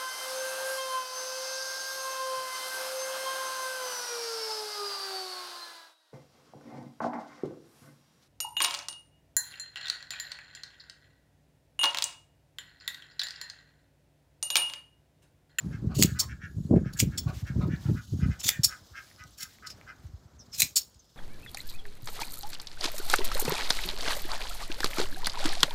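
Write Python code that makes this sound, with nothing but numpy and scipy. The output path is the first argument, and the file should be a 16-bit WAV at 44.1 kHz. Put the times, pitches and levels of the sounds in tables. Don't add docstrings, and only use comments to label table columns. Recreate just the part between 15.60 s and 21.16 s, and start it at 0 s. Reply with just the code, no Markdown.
import sys
import numpy as np
from scipy import signal
from scipy.fft import rfft, irfft, next_fast_len
from scipy.io import wavfile
from scipy.ndimage import uniform_filter1d

SR = 44100
rng = np.random.default_rng(int(sys.argv[2]) if len(sys.argv) > 2 else 0)


def natural_amplitude(level_db):
    exponent = np.asarray(level_db, float) / 20
    return 10 ** exponent


def pcm_store(signal):
    levels = np.round(np.clip(np.atleast_2d(signal), -1, 1) * 32767)
    wavfile.write(sys.argv[1], SR, levels.astype(np.int16).T)


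N = 245195


def evened(x):
    return x / np.sqrt(np.mean(x ** 2) + 1e-20)


def read(points, hz):
    f, value = np.transpose(points)
    return np.interp(np.log(hz + 1), np.log(f + 1), value)


def columns(rows, t):
    s, *rest = np.transpose(rows)
    return [np.interp(t, s, c) for c in rest]


def add(mix, s, sound):
    part = mix[max(round(s * SR), 0):][:len(sound)]
    part += sound[:len(part)]


def noise(n=N):
    return rng.standard_normal(n)


def butter(x, order, hz, kind="low"):
    return signal.sosfilt(signal.butter(order, hz, kind, fs=SR, output="sos"), x)


def colour(x, points):
    size = next_fast_len(len(x) + 512)
    gain = natural_amplitude(read(points, np.fft.rfftfreq(size, 1 / SR)))
    return irfft(rfft(x, size) * gain, size)[:len(x)]


def resonate(x, hz, width):
    turn = np.exp(2j * np.pi * np.cumsum(hz * np.ones(len(x))) / SR)
    r = np.exp(-np.pi * width / SR)
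    return 2 * (turn * signal.lfilter([1 - r], [1, -r], x / turn)).real


def wander(per_s):
    return evened(butter(noise(), 2, per_s))


def patchy(x, patchy_db):
    z = signal.stft(x, nperseg=128)[2]
    patches = uniform_filter1d(rng.standard_normal(z.shape), size=2, axis=0)
    patches = uniform_filter1d(patches, size=6, axis=1)
    return signal.istft(z * natural_amplitude(patchy_db * evened(patches)), nperseg=128)[1][:len(x)]


def tilt(treble_db, bass_db):
    return [(2500, bass_db + 14), (4500, 0), (8000, 0), (10500, treble_db + 6)]


# [(f/Hz, width/Hz, level/dB)]
BLADES = [
    (0, [(2910, 92, -10), (4400, 77, -2.5), (6780, 88, 0), (7740, 23, 1.5), (8480, 39, -6.5), (12800, 53.6, -11), (14600, 50.5, -16)]),
    (1.3, [(4534, 80, 13.5), (5340, 80, 10), (6660, 37, 2), (10220, 105, 8), (12700, 80, -3)]),
    (1.36, [(2750, 164, -11), (3350, 77, -10), (5800, 55, -5), (7350, 54, 0), (8510, 37, -3), (14100, 87, -4)]),
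    (2.7, [(5380, 74, 5), (6440, 109, -4), (10260, 140, -8), (13040, 160, -7)]),
    (2.83, [(2370, 200, -18.5), (3560, 69, 2), (6130, 83, -2), (7220, 88, -2), (13150, 47, -10), (14600, 220, -14)]),
    (3.7, [(4523, 59, 1), (5500, 64, 8), (7480, 43, -3.5), (10500, 80, -3), (12670, 64, -7.5), (15530, 63, -9.5)]),
    (4.9, [(2500, 52, -4), (4058, 52, -3), (5880, 117, -7.5), (6720, 163, -11), (8310, 52, -2), (12920, 240, -5.5), (14100, 48, -6.5)]),
]
# [(f/Hz, width/Hz, level/dB)]
OPEN_BLADES = [
    (.55, [(4530, 38, 2.5), (5588, 78, 0), (6380, 63, 0), (7135, 138, -0.5), (8430, 17, -1), (11100, 70, -10), (15620, 41, -12)]),
    (1.55, [(3450, 92, -3), (4424, 39, -5.5), (5337, 47, -5), (6856, 69, 2), (10620, 115, -8), (13000, 38, -13), (15620, 60, -1)]),
    (3.0, [(4450, 40, -14.5), (5400, 51, -6), (6807, 44, -1), (8460, 43, -10), (10200, 160, -11), (15620, 47, -23)]),
    (4.0, [(4230, 120, -5), (4976, 180, 7), (5265, 220, 4), (7900, 80, -12), (10300, 130, -15.5)]),
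    (5.12, [(4536, 180, -5), (5268, 62, -7), (6846, 50, -2), (8330, 54, -11), (11000, 55, -18), (13020, 66, -14.5), (15370, 22, -3)]),
]


def ring(x, s, damping):
    modes = [m for start, m in sorted(BLADES + OPEN_BLADES) if start <= s][-1]
    return sum(natural_amplitude(db) * resonate(x, hz, damping * width) for hz, width, db in modes)


SETTLE_DB, SETTLE_T60_S = -22, 0.28
THINNING = 0.64


def slips(rows, rise_s, grain, steel_db, damping, ease):
    out = np.zeros(N)
    t = np.arange(round(.3 * SR)) / SR
    after = np.maximum(t - rise_s, 0)
    swell = np.minimum(t / rise_s, 1) ** ease
    settling = natural_amplitude(SETTLE_DB - 60 * after / SETTLE_T60_S)
    for s, db, treble_db, t60 in rows:
        unevenness = evened(uniform_filter1d(noise(len(t)), size=55))
        snaps = noise(len(t)) * natural_amplitude(1.9 * unevenness)
        shape = swell * (natural_amplitude(-60 * after / max(t60, .02)) + settling)
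        force = colour(snaps, tilt(treble_db, -23.5 - THINNING * db)) * shape
        scrape = patchy(colour(force, grain), patchy_db=4.5)
        steel = ring(snaps * shape, s, damping)
        sound = (scrape + natural_amplitude(steel_db) * steel) / abs(scrape).max()
        add(out, s - rise_s - .001, natural_amplitude(db - 6.0) * sound)
    return out


# peak t/s, peak level/dB, treble/dB, t60/s
JERKS = [(0.3564, -28, -11, 0.28), (0.3932, -18.5, -9, 0.29), (0.421, -15, -5, 0.12),
         (0.438, -9.5, -19.5, 0.02), (1.339, -38.5, -11, 0.077), (1.3788, -30, -7.5, 0.054),
         (1.4008, -8.5, -11.5, 0.078), (2.803, -27, -45, 0.107), (2.844, -18.5, -12, 0.066),
         (2.867, -15.5, -7, 0.19), (2.8884, -11, -17.5, 0.047), (3.7859, -33, -6, 0.22),
         (3.8095, -30.5, -8.5, 0.18), (3.8326, -24.5, -8, 0.033), (4.9382, -37, -20, 0.073),
         (4.947, -29.5, -13.5, 0.34), (4.988, -23, -5.5, 0.095), (5.005, -6.5, -5.5, 0.028),
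         (5.031, -15, -16.5, 0.15)]
# f/Hz, level/dB per Hz
SCRAPE = [(710, -69.5), (1200, -50), (3260, -16.5), (4380, -11), (4990, -10), (5390, -9.5), (6220, -10.5),
          (6940, -2.5), (9030, -19), (10300, -11), (11700, -14.5), (16000, -12), (16500, -36)]


def jerks():
    return slips(JERKS, .015, SCRAPE, steel_db=-3.0, damping=2.5, ease=1.6)


# peak t/s, peak level/dB, treble/dB, t60/s
SPRINGS = [
    (0.6026, -8.5, -7, 0.068),
    (1.5885, -17, -21.5, 0.029),
    (3.0475, 0.5, -9.5, 0.047),
    (4.0744, -30, -15.5, 0.079),
    (4.1071, -36.5, -15, 0.089),
    (5.170, -4.5, -6, 0.071),
]
# f/Hz, level/dB per Hz
SPRING_SCRAPE = [(710, -76.5), (1200, -51.5), (4390, -10.5), (5000, -14.5), (5390, 0.5), (6010, -18.5),
                 (6930, -6.5), (9500, -20.5), (16200, -18)]


def springs():
    return slips(SPRINGS, .013, SPRING_SCRAPE, steel_db=0.0, damping=1.14, ease=0.8)


NICK_DAMPING, NICK_T60_S = 1.5, .007
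# t/s, peak level/dB, treble/dB, bass/dB
CLACKS = [
    (0.4258, 7.5, -13.5, -53.5),
    (0.4335, -14.5, -4, -17.5),
    (1.4019, 2, -20, -24.5),
    (2.891, 4.5, -5, -18),
    (2.9025, -16, -21, -12),
    (5.0207, 5, -10, -22.5),
    (5.026, -10, -18.5, -31),
]


def clacks():
    out, t = np.zeros(N), np.arange(round(.25 * SR)) / SR
    for s, db, treble_db, bass_db in CLACKS:
        blow = noise(len(t)) * natural_amplitude(-60 * t / .016)
        bass = [(300, bass_db - 18), (1300, bass_db - 11), (2100, 0)]
        crack = colour(blow, bass + tilt(treble_db, bass_db - 8)[1:])
        crack = crack * np.minimum(t * SR / 8, 1)
        knock = resonate(resonate(blow, 2300, 720), 2300, 720)
        steel = ring(blow, s, damping=NICK_DAMPING)
        sound = crack / abs(crack).max()
        sound += natural_amplitude(bass_db + 5) * knock / abs(knock).max()
        sound += natural_amplitude(-5.0) * steel / abs(steel).max()
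        add(out, s - .001, natural_amplitude(db - 12.0) * sound)
    return out


# t/s, peak level/dB
NICKS = [(0.3618, -50), (0.399, -31), (0.406, -33), (0.4149, -24.5), (0.435, -2.5), (0.458, -22),
         (0.5941, -20), (0.6026, -16), (0.608, -22.5), (1.3362, -36), (1.3792, -36), (1.396, -23),
         (1.4085, -13), (1.412, -22), (1.5812, -20), (1.5912, -31), (2.809, -31), (2.841, -30),
         (2.8474, -28), (2.8684, -26), (2.9022, -15.5), (3.0383, -15), (3.0587, -19.5), (3.782, -44),
         (3.807, -36), (3.8153, -37.5), (3.831, -36), (4.0736, -30.5), (4.1053, -42.5), (4.9493, -35),
         (4.9636, -35), (4.986, -29), (5.0063, -13), (5.0292, -14.5), (5.166, -16)]


def nicks():
    out, t = np.zeros(N), np.arange(round(.1 * SR)) / SR
    for s, db in NICKS:
        blow = noise(len(t)) * natural_amplitude(-60 * t / NICK_T60_S)
        scrape = colour(blow, SCRAPE) * np.minimum(t * SR / 12, 1)
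        sound = scrape + natural_amplitude(-1.0) * ring(blow, s, damping=NICK_DAMPING)
        add(out, s - .0007, natural_amplitude(db) * sound / abs(sound).max())
    return out


# t/s, peak level/dB, f/Hz, snap/dB
TICKS = [(.985, -45.5, 6550, -16), (1.206, -48.5, 10270, -23), (2.07, -38, 1700, -6.5),
         (2.8153, -22.5, 2920, -26), (3.502, -40, 5230, -13), (3.5134, -32, 2000, -33),
         (3.5623, -36, 4960, -14), (3.6384, -26, 5800, -14), (3.708, -37, 10070, -24),
         (3.9464, -47.5, 2060, -19.5), (3.986, -32.5, 2104, -23.5), (4.213, -27, 2230, -27.5),
         (4.397, -52, 9000, -9.5), (5.2827, -47.5, 6800, -6), (5.299, -45.5, 7040, -8),
         (5.348, -38, 5196, -21.5), (5.345, -37.5, 8250, -27)]
# t/s, peak level/dB, f/Hz, snap/dB
GRIT = [
    (1.6876, -37, 4000, -10),
    (1.7704, -34, 5420, -10),
    (1.8702, -41.5, 5800, -12),
    (2.1087, -46, 4000, -15.5),
    (2.1626, -30, 4200, -14),
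]


def ticks(rows):
    out, t = np.zeros(N), np.arange(300) / SR
    for s, db, hz, snap_db in rows:
        snap = np.diff(noise(301)) * natural_amplitude(-60 * t / 0.001)
        core = np.sin(2 * np.pi * hz * t) * natural_amplitude(-60 * t / 0.005)
        add(out, s, natural_amplitude(db) * (natural_amplitude(snap_db) * snap + 0.3 * core))
    return out


CRISP_DB, CRISPING = -71.5, 1.1
# t/s, effort level/dB
RUSTLE = [(0.0, -65.5), (0.36, -71.5), (0.52, -60), (0.78, -71.5), (1.05, -68), (1.36, -70.5), (1.55, -62),
          (2.1, -64.5), (2.35, -60), (2.66, -60.5), (2.96, -61.5), (3.19, -63), (3.78, -64.5),
          (4.17, -66.5), (4.7, -73.5), (5.1, -63.5), (5.3, -71.5), (5.56, -68)]
# f/Hz, level/dB per Hz
FLEECE = [(1060, -33), (1800, -0.5), (3200, -4.5), (4220, -2.5), (7100, -5.5), (9200, -12.5), (15200, -11),
          (16000, -19.5), (16500, -34.5)]
# from t/s, to t/s, f/Hz, level/dB over the wool
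SINGING = [(.03, .13, 10970, -8), (0, .16, 6700, -7), (.83, 1.2, 10980, -9), (.84, 1.08, 13400, -11),
           (.82, 1.25, 6800, -5), (.96, 1.2, 7750, -7), (2.3, 2.7, 10970, -14), (2.38, 2.76, 6600, -8),
           (3.15, 3.6, 5150, -7), (3.43, 3.6, 11000, -10), (2.3, 2.45, 13300, -15), (5.34, 5.56, 5150, -4),
           (5.2, 5.38, 6790, -5), (2.55, 2.7, 9650, -17)]


def rustle():
    t = np.arange(N) / SR
    body_db = columns(RUSTLE, t)[0]
    treble_db = CRISP_DB + CRISPING * (body_db + 62.5)
    flicker = natural_amplitude(1.6 * wander(30))
    wool = patchy(colour(noise() * flicker, FLEECE), patchy_db=2.0)
    treble = butter(wool, 8, 8800, "high")
    body = butter(wool, 5, [3000, 8600], "band")
    hum = np.zeros(N)
    for from_s, to_s, hz, db in SINGING:
        spell = uniform_filter1d(1. * ((from_s < t) & (t < to_s)), size=1500)
        hum += natural_amplitude(db) * spell * evened(resonate(noise(), hz, 85))
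    return natural_amplitude(body_db) * (evened(body) + hum) + natural_amplitude(treble_db) * evened(treble)


# t/s, peak level/dB, length/s
SWEEPS = [
    (1.72, -32, 0.118),
    (2.176, -37.5, 0.17),
    (3.348, -40, 0.2),
    (3.872, -39.5, 0.11),
]
# t/s, peak level/dB, length/s
BRUSHES = [
    (1.678, -39, 0.034),
    (1.862, -39, 0.03),
    (1.97, -43, 0.074),
    (4.41, -47, 0.075),
]


def sweeps(rows):
    out = np.zeros(N)
    for s, db, length in rows:
        hiss = patchy(colour(noise(SR // 4), FLEECE), patchy_db=2.2)[:round(length * SR)]
        add(out, s, natural_amplitude(db - 21.5) * evened(hiss) * signal.windows.tukey(len(hiss), .5))
    return out


def fowl(calls, throat, rough, pitch_hz, sag):
    out = np.zeros(N)
    for s, db, length, gape_db, tone in calls:
        t = np.linspace(0, 1, round(max(length, .03) * SR))
        jitter, strength, hiss = rng.standard_normal((3, SR // 5))[:, :len(t)]
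        gape = np.sin(np.pi * t) ** 2
        bend = tone * (1 + sag * (gape - .45 - 0.1 * t))
        shake = 1 + .035 * evened(uniform_filter1d(jitter, size=200))
        turns = np.cumsum(pitch_hz * bend * shake) / SR
        count = np.floor(turns)
        pulses = np.diff(count, prepend=0) * natural_amplitude(1.5 * strength + 3 * (-1) ** count)
        breath = np.exp(-(turns % 1) / 0.42) * hiss
        drive = (1 - rough) * evened(pulses) + rough * evened(breath)
        drive = drive * np.sin(np.pi * t) ** 0.79
        drive, gape, bend = (np.pad(v, (0, 800), "edge") for v in (drive, gape, bend))
        call = np.zeros(len(drive))
        for k, (hz, width, level_db) in enumerate(throat):
            band = resonate(drive, hz * bend, 1.9 * width)
            band = evened(resonate(band, hz * bend, width))
            if k > 1:
                band = band * natural_amplitude(gape_db) * gape
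            call += natural_amplitude(level_db) * band
        add(out, s - .006, natural_amplitude(db + 2.5) * call / abs(call).max())
    return out


# t/s, peak level/dB, length/s, gape/dB, throat tuning factor
CACKLES = [(0.1094, -45, 0.081, 1.5, 0.95), (0.455, -43, 0.087, -3, 0.98), (0.546, -41.5, 0.064, 1, 0.89),
           (0.678, -42.5, 0.0807, 1, 0.99), (0.8005, -39, 0.09, -3, 1.007), (1.1455, -48, 0.06, 2.5, 0.97),
           (1.239, -45, 0.086, 0, 0.95), (1.353, -45.5, 0.062, -7, 0.98), (1.511, -46, 0.068, -2, 0.98),
           (1.8505, -40, 0.075, 2, 0.99), (2.0925, -39.5, 0.089, -1.5, 1.04),
           (2.3524, -41.5, 0.066, 0.5, 0.89), (2.5962, -37.5, 0.086, 5, 0.91),
           (2.6883, -38.5, 0.086, 5.5, 0.93), (2.9035, -38, 0.091, 0.5, 1.1),
           (3.0804, -37, 0.09, -0.4, 0.91), (3.3365, -35, 0.091, 2, 0.96), (3.5817, -43.5, 0.069, 6.5, 0.9),
           (3.788, -40.5, 0.089, 7, 0.946), (4.0223, -41, 0.07, -1, 0.9), (4.265, -38.5, 0.074, 0, 0.91)]
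# f/Hz, width/Hz, level/dB
THROAT = [(1462, 97, -4.5), (1669, 150, 0.5), (2185, 96, -5.5), (2650, 200, -10.5), (3125, 190, -15),
          (5500, 620, -14.5)]


def cackles():
    return fowl(CACKLES, THROAT, rough=.3, pitch_hz=266, sag=.055)


# t/s, peak level/dB, length/s, gape/dB, throat tuning factor
CLUCKS = [
    (0.291, -43, 0.077, 6, 1.15),
    (0.608, -39.5, 0.059, 16, 0.88),
    (1.665, -39, 0.069, 7.5, 1.12),
    (2.001, -37, 0.065, 8.5, 1.015),
    (2.243, -45.5, 0.073, 5, 1.36),
]
# f/Hz, width/Hz, level/dB
CROP = [(623, 260, 0.5), (993, 180, 1), (1191, 130, -6.5), (2050, 690, -12.5), (3570, 900, -15)]


def clucks():
    return fowl(CLUCKS, CROP, rough=.95, pitch_hz=200, sag=.02)


# t/s, start f/Hz, end f/Hz, length/s, level/dB
CHIRPS = [
    (4.781, 6700, 4750, 0.0444, -47.5),
    (4.912, 5930, 4410, 0.0562, -39.5),
    (5.388, 7150, 5200, 0.02037, -50.5),
]


def chirps():
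    out = np.zeros(N)
    for s, start_hz, end_hz, length, db in CHIRPS:
        hz = np.linspace(start_hz, end_hz, round(length * SR))
        hoarse = evened(resonate(resonate(noise(len(hz)), hz, 600), hz, 600))
        whistle = np.sin(2 * np.pi * np.cumsum(hz) / SR)
        add(out, s, natural_amplitude(db) * (0.21 * whistle + .5 * hoarse) * np.hanning(len(hz)))
    return out


# f/Hz, t60/s
PEN = [(1000, 0.21), (4000, 0.13), (8000, 0.036), (14000, 0.12)]


def pen(x):
    taps = np.zeros(SR // 2)
    at = np.arange(200, SR // 2 - 20, 20)
    taps[at + rng.integers(0, 20, len(at))] = rng.choice([-1., 1.], len(at))
    hz, t, z = signal.stft(taps, SR, nperseg=128)
    decay = natural_amplitude(-60 * t / read(PEN, hz)[:, None])
    tail = signal.istft(z * decay, SR, nperseg=128)[1]
    return signal.fftconvolve(x, tail / np.linalg.norm(tail))[:N]


GUST_RISE_DB_PER_S, EDGE_STEEPNESS = 401.5, 2.22
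GUSTS = [(0.059, -28, 1.27, -19), (0.242, -25.5, 1.74, -15.5), (0.395, -26, 0.4, 5.5),
         (0.449, -28.5, 0.2, -3.5), (0.531, -41, 1.6, -36), (0.72, -39.5, 0.066, -40.5),
         (0.878, -39.5, 1.9, -23), (0.989, -24.5, 0.36, -17), (1.126, -15.5, 0.53, -1),
         (1.439, -19.5, 0.34, -14.5), (1.559, -31, 0.67, -18.5), (1.669, -32.5, 0.81, -13.5),
         (1.838, -28, 0.176, -32), (1.964, -20, 0.8, -14.5), (2.059, -24.5, 0.45, -6),
         (2.141, -23, 0.094, -18), (2.296, -19.5, 0.32, -18), (2.542, -22, 0.18, -29),
         (2.629, -20.5, 0.33, -21), (2.692, -15.5, 0.077, -30), (2.86, -40.5, 0.32, -10.5),
         (3.0, -34.5, 0.312, -29.5), (3.62, -54, 0.28, -41), (4.461, -47.5, 0.65, -32),
         (5.048, -37.5, 0.084, -9.5)]
# t/s, level/dB
BREEZE = [
    (0, -58),
    (2.7, -66),
    (3.5, -75),
    (3.8, -64.5),
    (4.4, -61),
    (4.9, -58),
    (5.56, -73.5),
]


def gusts():
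    t = np.arange(N // 64 + 2) * 64 / SR
    s, db, t60, sharp_db = np.transpose(GUSTS)[:, :, None]
    slope_db = np.minimum(GUST_RISE_DB_PER_S * (t - s), -60 * (t - s) / t60)
    each = natural_amplitude(db + slope_db)
    sharp = natural_amplitude(db + sharp_db + EDGE_STEEPNESS * slope_db)
    breeze = natural_amplitude(columns(BREEZE, t)[0])
    push = np.sqrt(breeze ** 2 + (each ** 2).sum(0))
    edge = np.sqrt((natural_amplitude(-10.0) * breeze) ** 2 + (sharp ** 2).sum(0))
    return [np.interp(np.arange(N) / SR, t, v) for v in (push, edge)]


# f/Hz, level/dB per Hz
WIND = [(20, -41), (63, 4.5), (119, 5.5), (318, -10), (393, -12), (479, -23), (583, -24.5), (906, -52.5),
        (1000, -37.5), (1300, -69), (2200, -120)]


def wind():
    push, edge = gusts()
    lumps = natural_amplitude(2.5 * wander(53))
    swing = colour(noise(), WIND)
    low = evened(butter(swing, 4, 250))
    high = evened(butter(swing, 4, 250, "high"))
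    deep = butter(noise(), 4, 85)
    out = natural_amplitude(-6.0) * push * evened(low * lumps)
    out += natural_amplitude(-1.5) * edge * evened(high * lumps ** 1.9)
    out += push ** 0.486 * natural_amplitude(-32.0) * evened(deep * lumps)
    return out


BUFFET_TURNS = 2.6
# peak t/s, peak level/dB, f/Hz
BUFFETS = [(0.0668, -21.5, 144), (0.0952, -29, 112), (0.151, -24, 121), (0.2034, -36, 122),
           (0.2312, -25, 172.2), (0.2493, -20.5, 171), (0.2723, -22.5, 151), (0.306, -26.5, 175),
           (0.3232, -36, 133), (0.3788, -20.5, 112), (0.3958, -39, 210), (0.4198, -15.5, 183),
           (0.4507, -13.5, 177), (0.4806, -24.5, 136), (0.499, -30, 134), (0.5253, -23.5, 140),
           (0.5504, -31.5, 115), (0.6602, -36, 100), (0.7258, -32, 108.4), (0.8405, -33, 132.6),
           (0.9719, -26, 119.3), (1.0092, -23.5, 142.4), (1.0391, -41, 101.5), (1.0562, -24.5, 158.6),
           (1.1125, -16, 159), (1.1443, -11.5, 220.6), (1.1647, -12.5, 218), (1.2207, -21.5, 162.7),
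           (1.237, -26, 142), (1.267, -20.5, 131), (1.355, -30, 126.2), (1.4316, -20, 215.4),
           (1.4776, -18.5, 160), (1.495, -27, 112), (1.6683, -18.5, 112), (1.6931, -28.5, 120),
           (1.771, -28, 85), (1.836, -23.5, 110), (1.9066, -22.5, 141), (1.923, -29.5, 128),
           (1.9681, -17.5, 109), (1.9947, -20, 130.3), (2.017, -26, 135), (2.0414, -19, 142),
           (2.0593, -24, 161), (2.1095, -23.5, 144), (2.139, -18.5, 165), (2.2618, -19.5, 123),
           (2.3184, -17, 166), (2.3524, -23.5, 186.4), (2.3952, -31, 115), (2.5401, -24.5, 228),
           (2.595, -24.5, 155.2), (2.6323, -12, 135), (2.6653, -15.5, 143), (2.691, -20.5, 142),
           (2.7174, -25.5, 144), (2.858, -35, 115), (2.9985, -20, 133.7), (3.0673, -36, 100.3),
           (3.123, -56.5, 89), (3.22, -47.5, 100), (3.322, -44, 78.4), (3.395, -54, 75), (3.6129, -43.5, 88),
         (3.6594, -44, 116), (3.8379, -49, 162), (3.906, -54, 99), (4.09, -51, 109), (4.145, -46, 102),
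         (4.2494, -47.5, 98), (4.3106, -53.5, 108.3), (4.3983, -50.5, 85.2), (4.4575, -34.5, 79.6),
         (4.544, -34, 79.02), (4.66, -43.5, 106.6), (4.7537, -51.5, 88.3), (4.801, -53, 109),
         (4.948, -51, 108), (4.9898, -44, 99), (5.0332, -35, 133), (5.122, -49, 90.2), (5.3653, -49, 79)]


def buffets():
    out = np.zeros(N)
    for s, db, hz in BUFFETS:
        u = np.linspace(0, 1, round(BUFFET_TURNS / hz * SR))
        eddy = np.sin(2 * np.pi * (BUFFET_TURNS * u ** 0.78 + rng.random()))
        eddy = eddy * np.sin(np.pi * u ** 0.57) ** 2.7
        add(out, s - .4 * len(u) / SR, natural_amplitude(db) * eddy)
    return out


# t/s, peak level/dB
CRACKLES = [
    (1.11, -20),
    (1.14, -12),
    (1.163, -20),
    (1.18, -20.5),
    (1.26, -34.5),
    (1.435, -36),
]


def crackles():
    out = np.zeros(N)
    u = np.linspace(0, 1, 124)
    flick = np.sin(2 * np.pi * 0.79 * u) * np.sin(np.pi * u) ** 2
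    for s, db in CRACKLES:
        add(out, s - .001, natural_amplitude(db + 3.0) * flick)
    return out


# f/Hz, level/dB per Hz
AIR = [(24, -32.5), (40, 0), (85, 4.5), (406, -6), (608, -6.5), (1840, -28.5), (2970, -35), (5180, -26.5),
       (9240, -32), (14900, -37.5), (16500, -55.5)]
AIR_DB = -64
# t/s, level/dB
YARD = [(0, -57.5), (.6, -70), (.97, -71.5), (1.2, -64), (2.15, -57.5), (2.34, -59.5), (2.47, -74),
        (2.62, -58), (3.26, -64.5), (3.5, -64.5), (3.95, -69), (4.2, -58), (4.55, -66.5), (5.0, -64.5),
        (5.4, -72.5), (5.56, -72.5)]


def air():
    floor = natural_amplitude(AIR_DB) * evened(colour(noise() * natural_amplitude(1.8 * wander(24)), AIR))
    yard = evened(patchy(butter(noise(), 2, [550, 1700], "band"), patchy_db=1.5))
    yard_db = columns(YARD, np.arange(N) / SR)[0]
    return natural_amplitude(0.75 * (yard_db + 64.5)) * floor + natural_amplitude(yard_db - 4.0) * yard


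def scene():
    shears = jerks() + springs() + clacks() + nicks() + ticks(TICKS)
    fleece = rustle() + sweeps(SWEEPS) + sweeps(BRUSHES) + ticks(GRIT)
    birds = cackles() + clucks()
    small_bird = chirps()
    echoes = pen(natural_amplitude(-12.0) * shears + natural_amplitude(-8.5) * birds + small_bird)
    weather = wind() + buffets() + crackles() + air()
    return (shears + fleece + birds + small_bird + echoes + weather)[None]


def roll_off(x):
    return signal.sosfilt(signal.butter(12, 16970, fs=SR, output="sos"), x)


def record(dry):
    edge_hz = 15800
    firm = butter(dry, 6, 46, "high")
    lowpass = signal.firwin(301, edge_hz, window=("kaiser", 7), fs=SR)
    cut = signal.oaconvolve(firm, lowpass[None], "same")
    return roll_off(cut)


dry = scene()
out = record(dry)
pcm_store(out)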